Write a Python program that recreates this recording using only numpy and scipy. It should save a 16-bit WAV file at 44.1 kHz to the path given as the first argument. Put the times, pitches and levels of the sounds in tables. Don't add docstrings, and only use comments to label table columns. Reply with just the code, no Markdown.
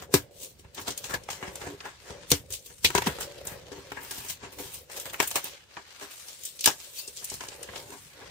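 import sys
import numpy as np
from scipy import signal
from scipy.fft import rfft, irfft, next_fast_len
from scipy.io import wavfile

SR = 44100
rng = np.random.default_rng(int(sys.argv[2]) if len(sys.argv) > 2 else 0)


def to_wav(s):
    ch = np.atleast_2d(s).T
    pcm = np.round(np.clip(ch, -1, 1) * 32767)
    wavfile.write(sys.argv[1], SR, pcm.astype(np.int16))


N = 366030

# frequency_hz, relative_db
ROOM_SPECTRUM = [(18, -34), (30, -34.5), (101, -4.5), (325, -10.5), (515, -10), (742, -21), (2760, -13.5),
                 (6150, -19.5), (10000, -56), (13000, -63), (22000, -120)]
# time_s, level_db
RUMBLE_LEVELS = [(0.0, -52.5), (0.44, -64.5), (1.66, -60), (2.08, -63.5), (2.29, -55.5), (2.46, -63),
                 (2.53, -68), (2.77, -61), (3.05, -58), (3.28, -61.5), (4.23, -59), (5.39, -68),
                 (5.52, -71), (7.07, -71.5), (7.35, -63.5), (8.3, -63)]
# time_s, fine_db, coarse_db, lumps_db
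CRUMBLE_LEVELS = [(0.0, -48, -40.5, -41), (0.055, -78, -74, -64), (0.11, -80, -66, -52),
                  (0.58, -74, -65, -61.5), (0.78, -60, -59.5, -63), (0.95, -51, -46, -56),
                  (1.16, -65, -57.5, -57), (1.62, -48, -55, -52), (1.92, -65, -51.5, -83),
                  (2.1, -52, -55, -52), (2.26, -75, -48, -56), (2.63, -54, -73, -65),
                  (2.89, -51.5, -58, -76), (3.03, -43, -34.5, -47), (3.26, -51.5, -48, -50.5),
                  (3.72, -63, -52, -52.5), (4.07, -49, -44.5, -58.5), (4.21, -44, -43, -72),
                  (4.39, -67, -55, -63), (4.76, -51, -50.5, -55), (4.87, -86, -63.5, -64.5),
                  (4.92, -41, -46, -54), (5.13, -85, -51, -56.5), (5.34, -38.5, -46, -55),
                  (5.55, -66, -46, -58.5), (5.625, -63, -55, -84), (5.67, -63, -55.5, -72),
                  (5.72, -63.5, -53, -69), (5.85, -60, -49.5, -62), (5.96, -55, -48, -67),
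                  (6.2, -44, -49.5, -68), (6.56, -49.5, -62.5, -66.5), (6.91, -48, -58, -66),
                  (7.13, -48.5, -61, -60.5), (7.3, -42.5, -52.5, -68), (7.54, -51, -54, -55.5),
                  (7.67, -55, -49.5, -51), (7.79, -48, -44, -55), (7.87, -51.5, -60, -58),
                  (7.95, -46, -57.5, -83), (8.3, -60.5, -45.5, -54)]
# pitch_hz, gain_db, t60_s
PIT_MODES = [(404, -10, 0.069), (493, -7, 0.079), (537, -2.5, 0.12), (572, -1, 0.13)]
# start_s, grit_db, coarse_re_grit_db, fine_re_grit_db, knock_db, thump_db, t60_s
SUDDEN_BREAKS = [(0.1396, -10, -8, -0.5, -10, -31, 0.12), (0.746, -36.5, -32, -2.5, -59, -63, 0.13),
                 (0.9046, -22.5, -27, -18, -38, -53, 0.098), (0.976, -28, -37, 1.5, -63, -65, 0.089),
                 (1.0411, -26, -9, -7, -44, -65, 0.052), (1.0957, -41, 4, -1, -43, -47, 0.19),
                 (1.1389, -26, -2.5, -3, -34, -37, 0.098), (1.236, -41, -28, -6, -51, -57, 0.05),
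                 (1.287, -33.5, 5, -9, -67, -67, 0.042), (1.302, -26, -11, -7.5, -61, -45, 0.33),
                 (1.4264, -39.5, 7.5, -14, -38, -46, 0.11), (1.555, -35.5, -11, -8, -57, -58, 0.11),
                 (1.8074, -39, 1.5, -28, -67, -60, 0.05), (2.3033, -22.5, -23, 5, -51, -53, 0.2),
                 (2.317, -13, -11, -29, -15.5, -27.5, 0.12), (2.5033, -34.5, -19, 2, -59, -59, 0.088),
                 (2.5215, -36, -27, -4, -50, -66, 0.082), (2.845, -10, -15.5, -2, -24, -25, 0.084),
                 (2.903, -32.5, 5, -2, -44, -53, 0.034), (2.951, -15, -4, -6, -21, -27, 0.1),
                 (2.978, -24, -19, -9, -27, -48, 0.057), (2.981, -24, 0, -4, -39, -53, 0.052),
                 (3.02, -34.5, 11, 8, -58, -56, 0.026), (3.0636, -27.5, 2, 1.5, -26, -25, 0.21),
                 (3.0713, -30, 0, 5, -20, -32, 0.037), (3.185, -33, 1, -5, -34, -57, 0.038),
                 (3.207, -26.5, -6, 1.5, -40, -56, 0.11), (3.4514, -48.5, -3, 8, -43, -47, 0.17),
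                 (3.468, -34, -12, 1.5, -44, -40, 0.21), (3.717, -38.5, -4, -11, -32, -52, 0.38),
                 (3.9182, -35, 3, -7, -36.5, -53, 0.064), (4.109, -30, -8.5, 1, -43, -62, 0.13),
                 (4.585, -39, -2.5, -11, -49, -55, 0.27), (4.897, -40, -5, -9, -67, -60, 0.25),
                 (4.998, -37, -15, 3, -60, -63, 0.32), (5.055, -35, -5.5, 0, -48, -45, 0.22),
                 (5.097, -30.5, -25, -19, -53, -50, 0.044), (5.1332, -35, -3.5, 3, -65, -66, 0.13),
                 (5.143, -42.5, 8, -14, -62, -60, 0.048), (5.201, -14, -3, -6, -23.5, -42, 0.054),
                 (5.276, -31, -22, 11.5, -66, -61, 0.064), (5.3117, -23.5, -14.5, -4, -63, -60, 0.065),
                 (5.3566, -14, -5, -3, -34, -40, 0.12), (5.441, -53, -37, 6.5, -46, -54, 0.052),
                 (5.7677, -41.5, 9, -31, -42, -52, 0.14), (6.0116, -43, 1, -12, -53, -75, 0.28),
                 (6.435, -34.5, -34, 3, -61, -67, 0.043), (6.4523, -38, -49, 5, -64, -70, 0.2),
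                 (6.5918, -24.5, -39, -12.5, -77, -74, 0.037), (6.6082, -25.5, -43, -7, -76, -70, 0.13),
                 (6.641, -17, -24, 1, -61, -66, 0.04), (6.6586, -3, -17.5, -4, -36, -61, 0.05),
                 (6.6735, -14, -4.5, -5, -23, -40, 0.14), (6.8, -32.5, -20, -18, -62, -74, 0.076),
                 (7.0794, -38, -36, -6, -46.5, -55, 0.17), (7.223, -46.5, 4, -13, -53, -60, 0.091),
                 (7.244, -30.5, -39, 8, -68, -66, 0.064), (7.3025, -35, -31, -16, -67, -66, 0.25),
                 (7.3169, -37, -7.5, -4, -38.5, -48, 0.19), (7.339, -35, -16, 0, -63, -46, 0.11),
                 (7.4058, -31.5, 0.5, -19, -42, -55, 0.11), (7.436, -37.5, -4, -15, -52, -46, 0.14),
                 (7.4846, -27, -26, -11, -44, -62, 0.039), (7.629, -34, -15, -5, -48, -65, 0.17),
                 (7.688, -44.5, 10, -29, -40, -44, 0.043), (7.7365, -59, 15, -18, -50, -49, 0.04)]
# peak_s, then the columns of SUDDEN_BREAKS from grit_db on
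SLOW_BREAKS = [(0.0219, -38, -1.5, -2, -39, -59, 0.13), (0.4335, -32.5, -29, 1, -42, -68, 0.84),
               (0.5944, -46, -21, -3, -47, -61, 0.14), (0.6467, -58.5, 8, -16, -50, -40, 0.14),
               (0.7813, -32.5, -1.5, -33, -30, -51, 0.16), (0.815, -38, -27, 3, -44, -49, 0.11),
               (0.8797, -22, -7, -5.5, -27, -44, 0.11), (1.056, -35.5, -16, -4, -58, -56, 0.56),
               (1.109, -38.5, 2, -3, -37, -40, 0.21), (1.477, -39, -4, -20, -34, -42, 1),
               (1.616, -36.5, -2.5, -19, -39, -43, 0.3), (1.6685, -37.5, -1, -17, -23.5, -41, 0.26),
               (1.8554, -37.5, 2, -8, -40.5, -53, 0.26), (2.1035, -35, -4.5, -35, -34.5, -36, 0.76),
               (2.5367, -24, -30, -3, -57, -70, 0.16), (2.6604, -39, -34, 2.5, -45, -56, 0.17),
               (2.706, -48, -3, -18, -46, -54, 0.11), (2.861, -26.5, -19, -10, -35, -46, 0.25),
               (3.226, -28.5, -12.5, -7, -47, -48, 0.13), (3.517, -47.5, 5, 4, -43, -42, 0.77),
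               (3.7814, -50.5, 2, -2, -36, -39, 0.22), (3.9717, -46, 10.5, -15, -32.5, -56, 0.17),
               (4.0318, -44, -1.5, 10, -42, -67, 0.28), (4.1798, -34, -17, 2, -33, -41, 0.99),
               (4.248, -38, -7, 1, -50, -62, 0.37), (4.2995, -23, -21, -2, -74, -60, 0.14),
               (4.4355, -37.5, -0.5, -23, -33.5, -48, 0.27), (4.5253, -42, -11, 4, -59, -48, 0.11),
               (4.5996, -38, -36, 6, -31.5, -46, 0.36), (4.657, -39.5, -14, -2, -61, -41, 0.73),
               (4.741, -33, -23, 3, -61, -70, 0.33), (4.967, -29, -10.5, -1, -58, -67, 0.15),
               (5.227, -23.5, -10, -0.5, -43, -47, 0.16), (5.4532, -29.5, -12.5, -2.5, -39, -66, 0.27),
               (6.022, -39, -7.5, -3, -38, -58, 0.25), (6.283, -35.5, -29, -12, -54, -64, 0.28),
               (6.4634, -34, -32, -6, -55, -75, 1), (6.84, -38, -20, -2, -73, -69, 0.46),
               (6.988, -28.5, -23.5, -0.5, -70, -69, 0.68), (7.1714, -30.5, -26, -7, -56, -56, 0.17),
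               (7.518, -40, -5, -16, -53, -65, 0.29), (7.76, -33.5, -8, -6, -42, -51, 0.29),
               (7.9219, -40.5, -2, -7, -33.5, -56, 0.89), (8.221, -56, 13, -21, -40.5, -56, 0.93)]
# pitch_hz, gain_db, t60_s
PIECE_MODES = [(773, -5.5, 0.005), (1020, 9, 0.0081), (1678, 7, 0.023), (1984, 20.5, 0.0032),
               (2690, 4, 0.0048)]
# pitch_hz, gain_db, t60_s
BLOCK_MODES = [(291, -7, 0.13), (387, -14.5, 0.088), (406.5, 0.5, 0.072), (490, -7.5, 0.1),
               (745, -2, 0.026), (976, -2, 0.022), (1132, -3.5, 0.051)]
# pitch_hz, gain_db, t60_s
TABLE_MODES = [(74, -17, 0.17), (119, -4.5, 0.1), (156.5, -4, 0.091), (198, 5, 0.082)]
# start_s, peak_db, pitch_hz, t60_s
BRITTLE_SNAPS = [(0.1396, -6, 9500, 0.025), (0.7467, -28, 13400, 0.027), (0.7784, -27.5, 3160, 0.019),
                 (0.8, -25, 13900, 0.027), (0.8765, -27, 3380, 0.03), (0.9774, -19.5, 8620, 0.022),
                 (1.04, -29, 4830, 0.027), (1.0969, -45, 5600, 0.02), (1.1425, -19, 3570, 0.063),
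                 (1.235, -39, 7300, 0.027), (1.3005, -32, 7050, 0.027), (1.5563, -22.5, 8600, 0.015),
                 (1.804, -28, 3340, 0.025), (1.8515, -40, 6800, 0.02), (2.3158, 2, 12300, 0.021),
                 (2.3164, -2.5, 4470, 0.023), (2.5233, -20, 7300, 0.051), (2.8473, -2, 3200, 0.082),
                 (2.9497, -12.5, 6360, 0.022), (2.977, -12, 3170, 0.025), (3.021, -23, 3240, 0.027),
                 (3.07, -14.5, 3640, 0.027), (3.205, -18, 13600, 0.027), (3.4517, -25, 14300, 0.027),
                 (3.4712, -19, 8550, 0.027), (3.9177, -36, 2820, 0.024), (4.094, -36, 9490, 0.027),
                 (4.1126, -20.5, 9350, 0.024), (4.286, -26, 6000, 0.027), (4.999, -23, 8050, 0.021),
                 (5.13, -25, 13200, 0.027), (5.143, -22, 2020, 0.017), (5.201, -20, 2720, 0.035),
                 (5.224, -12, 14400, 0.027), (5.274, -16.5, 9500, 0.025), (5.3063, -21, 8000, 0.029),
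                 (5.3572, -17.5, 8200, 0.027), (5.443, -10.5, 14500, 0.015), (5.768, -32, 2770, 0.024),
                 (6.451, -17, 8200, 0.046), (6.608, -17.5, 7660, 0.02), (6.6424, -11, 3600, 0.027),
                 (6.6582, 1.5, 8700, 0.017), (7.077, -24.5, 6400, 0.052), (7.166, -30, 7000, 0.02),
                 (7.2424, -22, 6950, 0.041), (7.2535, -25, 7500, 0.02), (7.299, -20, 6200, 0.046),
                 (7.3172, -36, 790, 0.011), (7.3403, -24, 7000, 0.027), (7.354, -28, 7000, 0.022),
                 (7.408, -35, 3670, 0.027), (7.436, -31.5, 990, 0.017), (7.4844, -38, 6240, 0.027),
                 (7.5194, -45, 7630, 0.027), (7.629, -23.5, 7360, 0.027), (7.7356, -32, 1300, 0.01),
                 (7.7588, -24.5, 3200, 0.04), (7.777, -31, 4700, 0.027)]
# start_s, thud_db, initial_pitch_hz, t60_s, piece_db
HAND_THUDS = [(0.1411, -13.5, 220, 0.075, -14.5), (2.32, -21.5, 215, 0.11, -39),
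              (2.5, -42.5, 119, 0.17, -64), (2.538, -47, 148, 0.12, -62), (2.846, -25.5, 248, 0.052, -46),
              (2.9023, -43, 250, .05, -27), (2.95, -23.5, 270, 0.076, -10.5),
              (2.983, -28, 270, 0.043, -15.5), (3.022, -44, 270, .05, -27),
              (3.0695, -13.5, 290, 0.067, -16), (5.201, -27, 300, 0.05, -16.5),
              (5.357, -42, 302, 0.041, -37), (6.674, -28, 395, 0.071, -21)]
# start_s, length_s, pitch_hz, level_db
SLIPS = [(1.126, 0.036, 1715, -24.5), (6.962, 0.067, 4520, -36.5), (6.996, 0.089, 2720, -50),
         (7.069, 0.039, 2700, -52)]
# frequency_hz, lead_rad
PORT_LEAD = [(0, 0), (250, .4), (800, .6), (1600, 0), (3000, 1), (4500, 0), (8000, 0), (11100, -np.pi),
             (13800, -2 * np.pi)]
# frequency_hz, left_re_right_db
PORT_TILT = [(60, -4), (200, -1), (400, 0.5), (1500, 2.5), (3000, -0.5), (5500, 5.5), (9000, 0.9),
             (15000, -0.5)]
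# frequency_hz, own_re_shared_db
PORT_OWN_SHARE = [(60, -13.5), (300, -5.5), (900, -0.5), (1500, 10), (6500, 20), (9000, 28), (11100, -14),
                  (13000, -7.5)]
# frequency_hz, gain_db
MIC_RESPONSE = [(30, 2.5), (70, 4), (200, -0.5), (500, 3.5), (1200, -3), (2500, -3), (5000, -4),
                (8500, 1.5), (11000, -3), (15600, -7), (16000, -19), (16700, -13)]

ROOM_DB = -66.5
SHUDDER_DB, SHUDDER_T60_S = -18.5, 0.29
SUDDEN_CREAK_DB, SLOW_CREAK_DB = -19.5, -6.5
CREAK_T60_S, CREAK_PER_DECAY = 0.021, 0.32
BREAK_RISE_S, GRIND_DB = 0.00036, -14
SNAP_TEARS_PER_S, SNAP_CLICK = 9000, 1.6
SNAP_BAND_RATIO, SNAP_RISE_S = 1.57, 0.00013
SNAP_DECAY_POWER = 1.15
THUD_SAG, THUD_SAG_S, THUD_RISE_S = 0.333, 0.01245, 0.0034
PIECE_HZ, PIECE_T60_S = 968, 0.053
BLOCK_HZ, BLOCK_T60_S, BLOCK_DB = 387, 0.052, 2
CUP_DB, CUP_T60_S = -5, .014
STOPBAND_HZ = 16900


def amp(db):
    return 10 ** (np.asarray(db) / 20)


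def unit_rms(x):
    return x / np.sqrt(np.mean(x ** 2) + 1e-20)


def in_time(rows):
    times, *columns = np.transpose(rows)
    return [np.interp(np.arange(N) / SR, times, column) for column in columns]


def at_hz(points, hz):
    knots_hz, level_db = np.transpose(points)
    return np.interp(np.log(hz + 1), np.log(knots_hz + 1), level_db)


def band(x, low_hz, high_hz, passes=1):
    sos = signal.butter(2, [low_hz, min(high_hz, .45 * SR)], "band", fs=SR, output="sos")
    for _ in range(passes):
        x = signal.sosfilt(sos, x)
    return x


def drift(rate_hz):
    knots_per_s = 200
    noise = rng.standard_normal(int(N / SR * knots_per_s))
    pole = np.exp(-2 * np.pi * rate_hz / knots_per_s)
    knots = unit_rms(signal.lfilter([1], [1, -pole], noise))
    return np.interp(np.linspace(0, len(knots) - 1, N), np.arange(len(knots)), knots)


def grit(per_s, spread_db):
    sizes = amp(spread_db * np.minimum(rng.exponential(1, (3, N)), 4)) * rng.choice([-1, 1], (3, N))
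    return unit_rms(sizes * (rng.random((3, N)) < per_s / SR))


def ring(x, modes, uneven_db):
    out = 0
    for hz, gain_db, t60 in modes:
        radius, angle = amp(-60 / (t60 * SR)), 2 * np.pi * hz / SR
        struck = x * amp(gain_db + uneven_db * drift(1.9)) + 1e-18
        out = out + signal.lfilter([0, np.sin(angle)], [1, -2 * radius * np.cos(angle), radius ** 2], struck)
    return out


def breaks():
    rows = [(*row, SUDDEN_CREAK_DB) for row in SUDDEN_BREAKS]
    rows += [(*row, SLOW_CREAK_DB) for row in SLOW_BREAKS]
    peak_s, grit_db, coarse_db, fine_db, knock_db, thump_db, t60, creak_db = np.transpose(rows)
    three_grits_db = grit_db + coarse_db, grit_db, grit_db + fine_db
    return np.transpose([peak_s, thump_db, knock_db, *three_grits_db, creak_db, t60])


def room_tone():
    gain = amp(at_hz(ROOM_SPECTRUM, np.fft.rfftfreq(N, 1 / SR)))
    return amp(ROOM_DB) * unit_rms(irfft(rfft(rng.standard_normal((2, N))) * gain, N))


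def table_rumble():
    load_db, = in_time(RUMBLE_LEVELS)
    peak_s, thump_db = breaks().T[:2]
    jolts = np.zeros(N)
    jolts[(peak_s * SR).astype(int)] = amp(thump_db + SHUDDER_DB)
    shudder = signal.lfilter([1], [1, -amp(-60 / (SHUDDER_T60_S * SR))], jolts)
    noise = unit_rms(band(rng.standard_normal((3, N)), 55, 170))
    return noise * (amp(load_db) + shudder) * amp(2.5 * drift(8))


def crumble():
    fine_db, coarse_db, lumps_db = in_time(CRUMBLE_LEVELS)
    clumps = drift(25)
    powder = rng.standard_normal((3, N)) + 0.6 * grit(per_s=500, spread_db=5.5)
    fine = unit_rms(band(powder, 2170, 14800)) * amp(fine_db + 2.0 * clumps)
    coarse = unit_rms(band(powder, 1000, 5350)) * amp(coarse_db + 1.4 * clumps)
    drops = grit(per_s=500, spread_db=4.0) * amp(clumps + 2.0 * drift(2.2))
    hollow = .8 * unit_rms(ring(drops, PIT_MODES, uneven_db=2.0))
    patter = .6 * unit_rms(band(drops, 300, 700))
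    return fine + coarse + unit_rms(patter + hollow) * amp(lumps_db)


def strain_release():
    envelopes, forces = np.zeros((4, N + SR)), np.zeros((2, N + SR))
    t = np.arange(SR // 4) / SR
    click = np.array([[.6], [.4], [.6], [.9]]) * amp(-60 * t / 0.011)
    crumbling = 0.029 * amp(-60 * t / 0.31)
    jolt = np.array([t / 0.0011 * np.exp(-t / 0.0014), amp(-60 * t / 0.0017)])
    for peak_s, thump_db, knock_db, coarse_db, medium_db, fine_db, creak_db, t60 in breaks():
        at = round(peak_s * SR)
        levels = amp([[coarse_db], [medium_db], [fine_db], [knock_db + GRIND_DB]])
        sudden = 1 - amp(creak_db)
        rise = 1 - sudden * np.exp(-t / BREAK_RISE_S)
        shower = amp(-60 * t / np.clip(t60, .01, .25))
        envelopes[:, at:at + len(t)] += levels * rise * (sudden * click + shower + crumbling)
        lead = min(at, SR // 8)
        creak = amp(creak_db + 3.5 - 60 * t[lead:0:-1] / (CREAK_T60_S + CREAK_PER_DECAY * t60))
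        envelopes[:, at - lead:at] += levels * creak
        forces[:, at:at + len(t)] += amp([[thump_db], [knock_db]]) * jolt * [[1], [sudden]]
    return envelopes[:, :N], forces[:, :N]


def fractures():
    envelopes, (table_force, block_force) = strain_release()
    coarse, medium, fine, grinding = envelopes[:, None] * grit(per_s=7000, spread_db=4.0)
    pieces = amp(-35.5) * band(ring(coarse, PIECE_MODES, uneven_db=3.0), 270, 4700)
    crunch = amp(7.0) * band(coarse, 714, 1510)
    bright = amp(1.5) * band(medium, 2490, 7640, passes=2) + amp(1.0) * band(fine, 11080, .45 * SR)
    rough_contact = np.array([[1.2], [.8], [-.8]]) + .7 * rng.standard_normal((3, N))
    knock = amp(-25.0) * ring(block_force * rough_contact + grinding, BLOCK_MODES, uneven_db=2.5)
    shove = table_force * [[1], [1], [-1]]
    thump = amp(-36) * ring(shove, TABLE_MODES, uneven_db=-5.5)
    bodies = band(knock, 206, 3400, passes=2) + band(thump, 65, 590, passes=2)
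    return pieces + crunch + bright + bodies


def snaps():
    out, t = np.zeros((3, N + SR)), np.arange(SR // 10) / SR
    rise = 1 - np.exp(-t / SNAP_RISE_S)
    for start_s, peak_db, hz, t60 in BRITTLE_SNAPS:
        tears = rng.standard_normal((3, len(t))) * (rng.random((3, len(t))) < SNAP_TEARS_PER_S / SR)
        tears[:, round(2 * SNAP_RISE_S * SR)] = SNAP_CLICK
        decay = amp(-60 * (t / t60) ** SNAP_DECAY_POWER)
        burst = band(tears * rise * decay, hz / SNAP_BAND_RATIO, hz * SNAP_BAND_RATIO, passes=2)
        at = round(start_s * SR)
        out[:, at:at + len(t)] += amp(peak_db) * burst / np.abs(burst).max(axis=1).mean()
    return out[:, :N]


def thuds():
    out, t = np.zeros(N + SR), np.arange(SR // 4) / SR
    rise = 1 - np.exp(-t / THUD_RISE_S)
    cycles_per_hz = THUD_SAG * t + (1 - THUD_SAG) * THUD_SAG_S * (1 - np.exp(-t / THUD_SAG_S))
    piece = np.sin(2 * np.pi * PIECE_HZ * t) * amp(-60 * t / PIECE_T60_S)
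    block = np.sin(2 * np.pi * BLOCK_HZ * t) * amp(BLOCK_DB - 60 * t / BLOCK_T60_S) * rise
    for start_s, thud_db, hz, t60, piece_db in HAND_THUDS:
        thud = np.sin(2 * np.pi * hz * cycles_per_hz) * amp(-60 * t / t60) * rise
        at = round(start_s * SR)
        out[at:at + len(t)] += amp(thud_db) * (thud + block) + amp(piece_db) * piece
    return band(out[:N], 45, 3000) * [[1], [.3], [-.3]]


def squeaks():
    out, t = np.zeros((3, N + SR)), np.arange(SR // 8) / SR
    for start_s, length_s, hz, level_db in SLIPS:
        swell = np.sin(np.pi * np.clip(t / length_s, 0, 1)) ** 2
        tone = band(rng.standard_normal((3, len(t))), hz - 30.0, hz + 30.0)
        at = round(start_s * SR)
        out[:, at:at + len(t)] += amp(level_db) * swell * unit_rms(tone)
    return out[:, :N]


def cupped_hands(x):
    hop = 2048
    size = 4 * hop
    t, out = np.arange(2 * hop) / SR, np.zeros((3, N + 6 * hop))
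    x, fade = np.pad(x, ((0, 0), (hop, 2 * hop))), signal.get_window("hann", 2 * hop)
    reflectance = 1 / (1 + (600 / (np.fft.rfftfreq(size, 1 / SR) + 1)) ** 2)
    for i in range(0, N + hop, hop):
        echoes = rng.standard_normal((3, len(t))) * amp(-60 * t / CUP_T60_S)
        echoes = amp(CUP_DB) * echoes / np.sqrt(np.sum(echoes ** 2, axis=1, keepdims=True))
        direct = rfft(x[:, i:i + 2 * hop] * fade, size)
        out[:, i:i + size] += irfft(direct * (1 + reflectance * rfft(echoes, size)), size)
    return out[:, hop:hop + N] / np.sqrt(1 + amp(2 * CUP_DB))


def ports(x):
    size = next_fast_len(N + 4096)
    hz = np.fft.rfftfreq(size, 1 / SR)
    shared, *own = rfft(x, size)
    left_lead = np.interp(hz, *np.transpose(PORT_LEAD))
    phase = np.array([np.exp(1j * left_lead), np.ones(len(hz))])
    share = amp(at_hz(PORT_OWN_SHARE, hz))
    balance = amp(at_hz(PORT_TILT, hz) / 2 * np.array([[1], [-1]]))
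    heard = (shared * phase + share * np.array(own)) * balance / np.sqrt(1 + share ** 2)
    return irfft(heard, size)[:, :N]


def scene():
    in_hands = cupped_hands(fractures() + crumble() + squeaks())
    return ports(in_hands + snaps() + thuds() + table_rumble()) + room_tone()


def record(dry):
    response = amp(at_hz(MIC_RESPONSE, np.fft.rfftfreq(N, 1 / SR)))
    coloured = irfft(rfft(dry) * response, N)
    low_pass = signal.cheby2(12, 70, STOPBAND_HZ, fs=SR, output="sos")
    return signal.sosfilt(low_pass, np.clip(coloured, -.9, .9))


dry = scene()
out = record(dry)
to_wav(out)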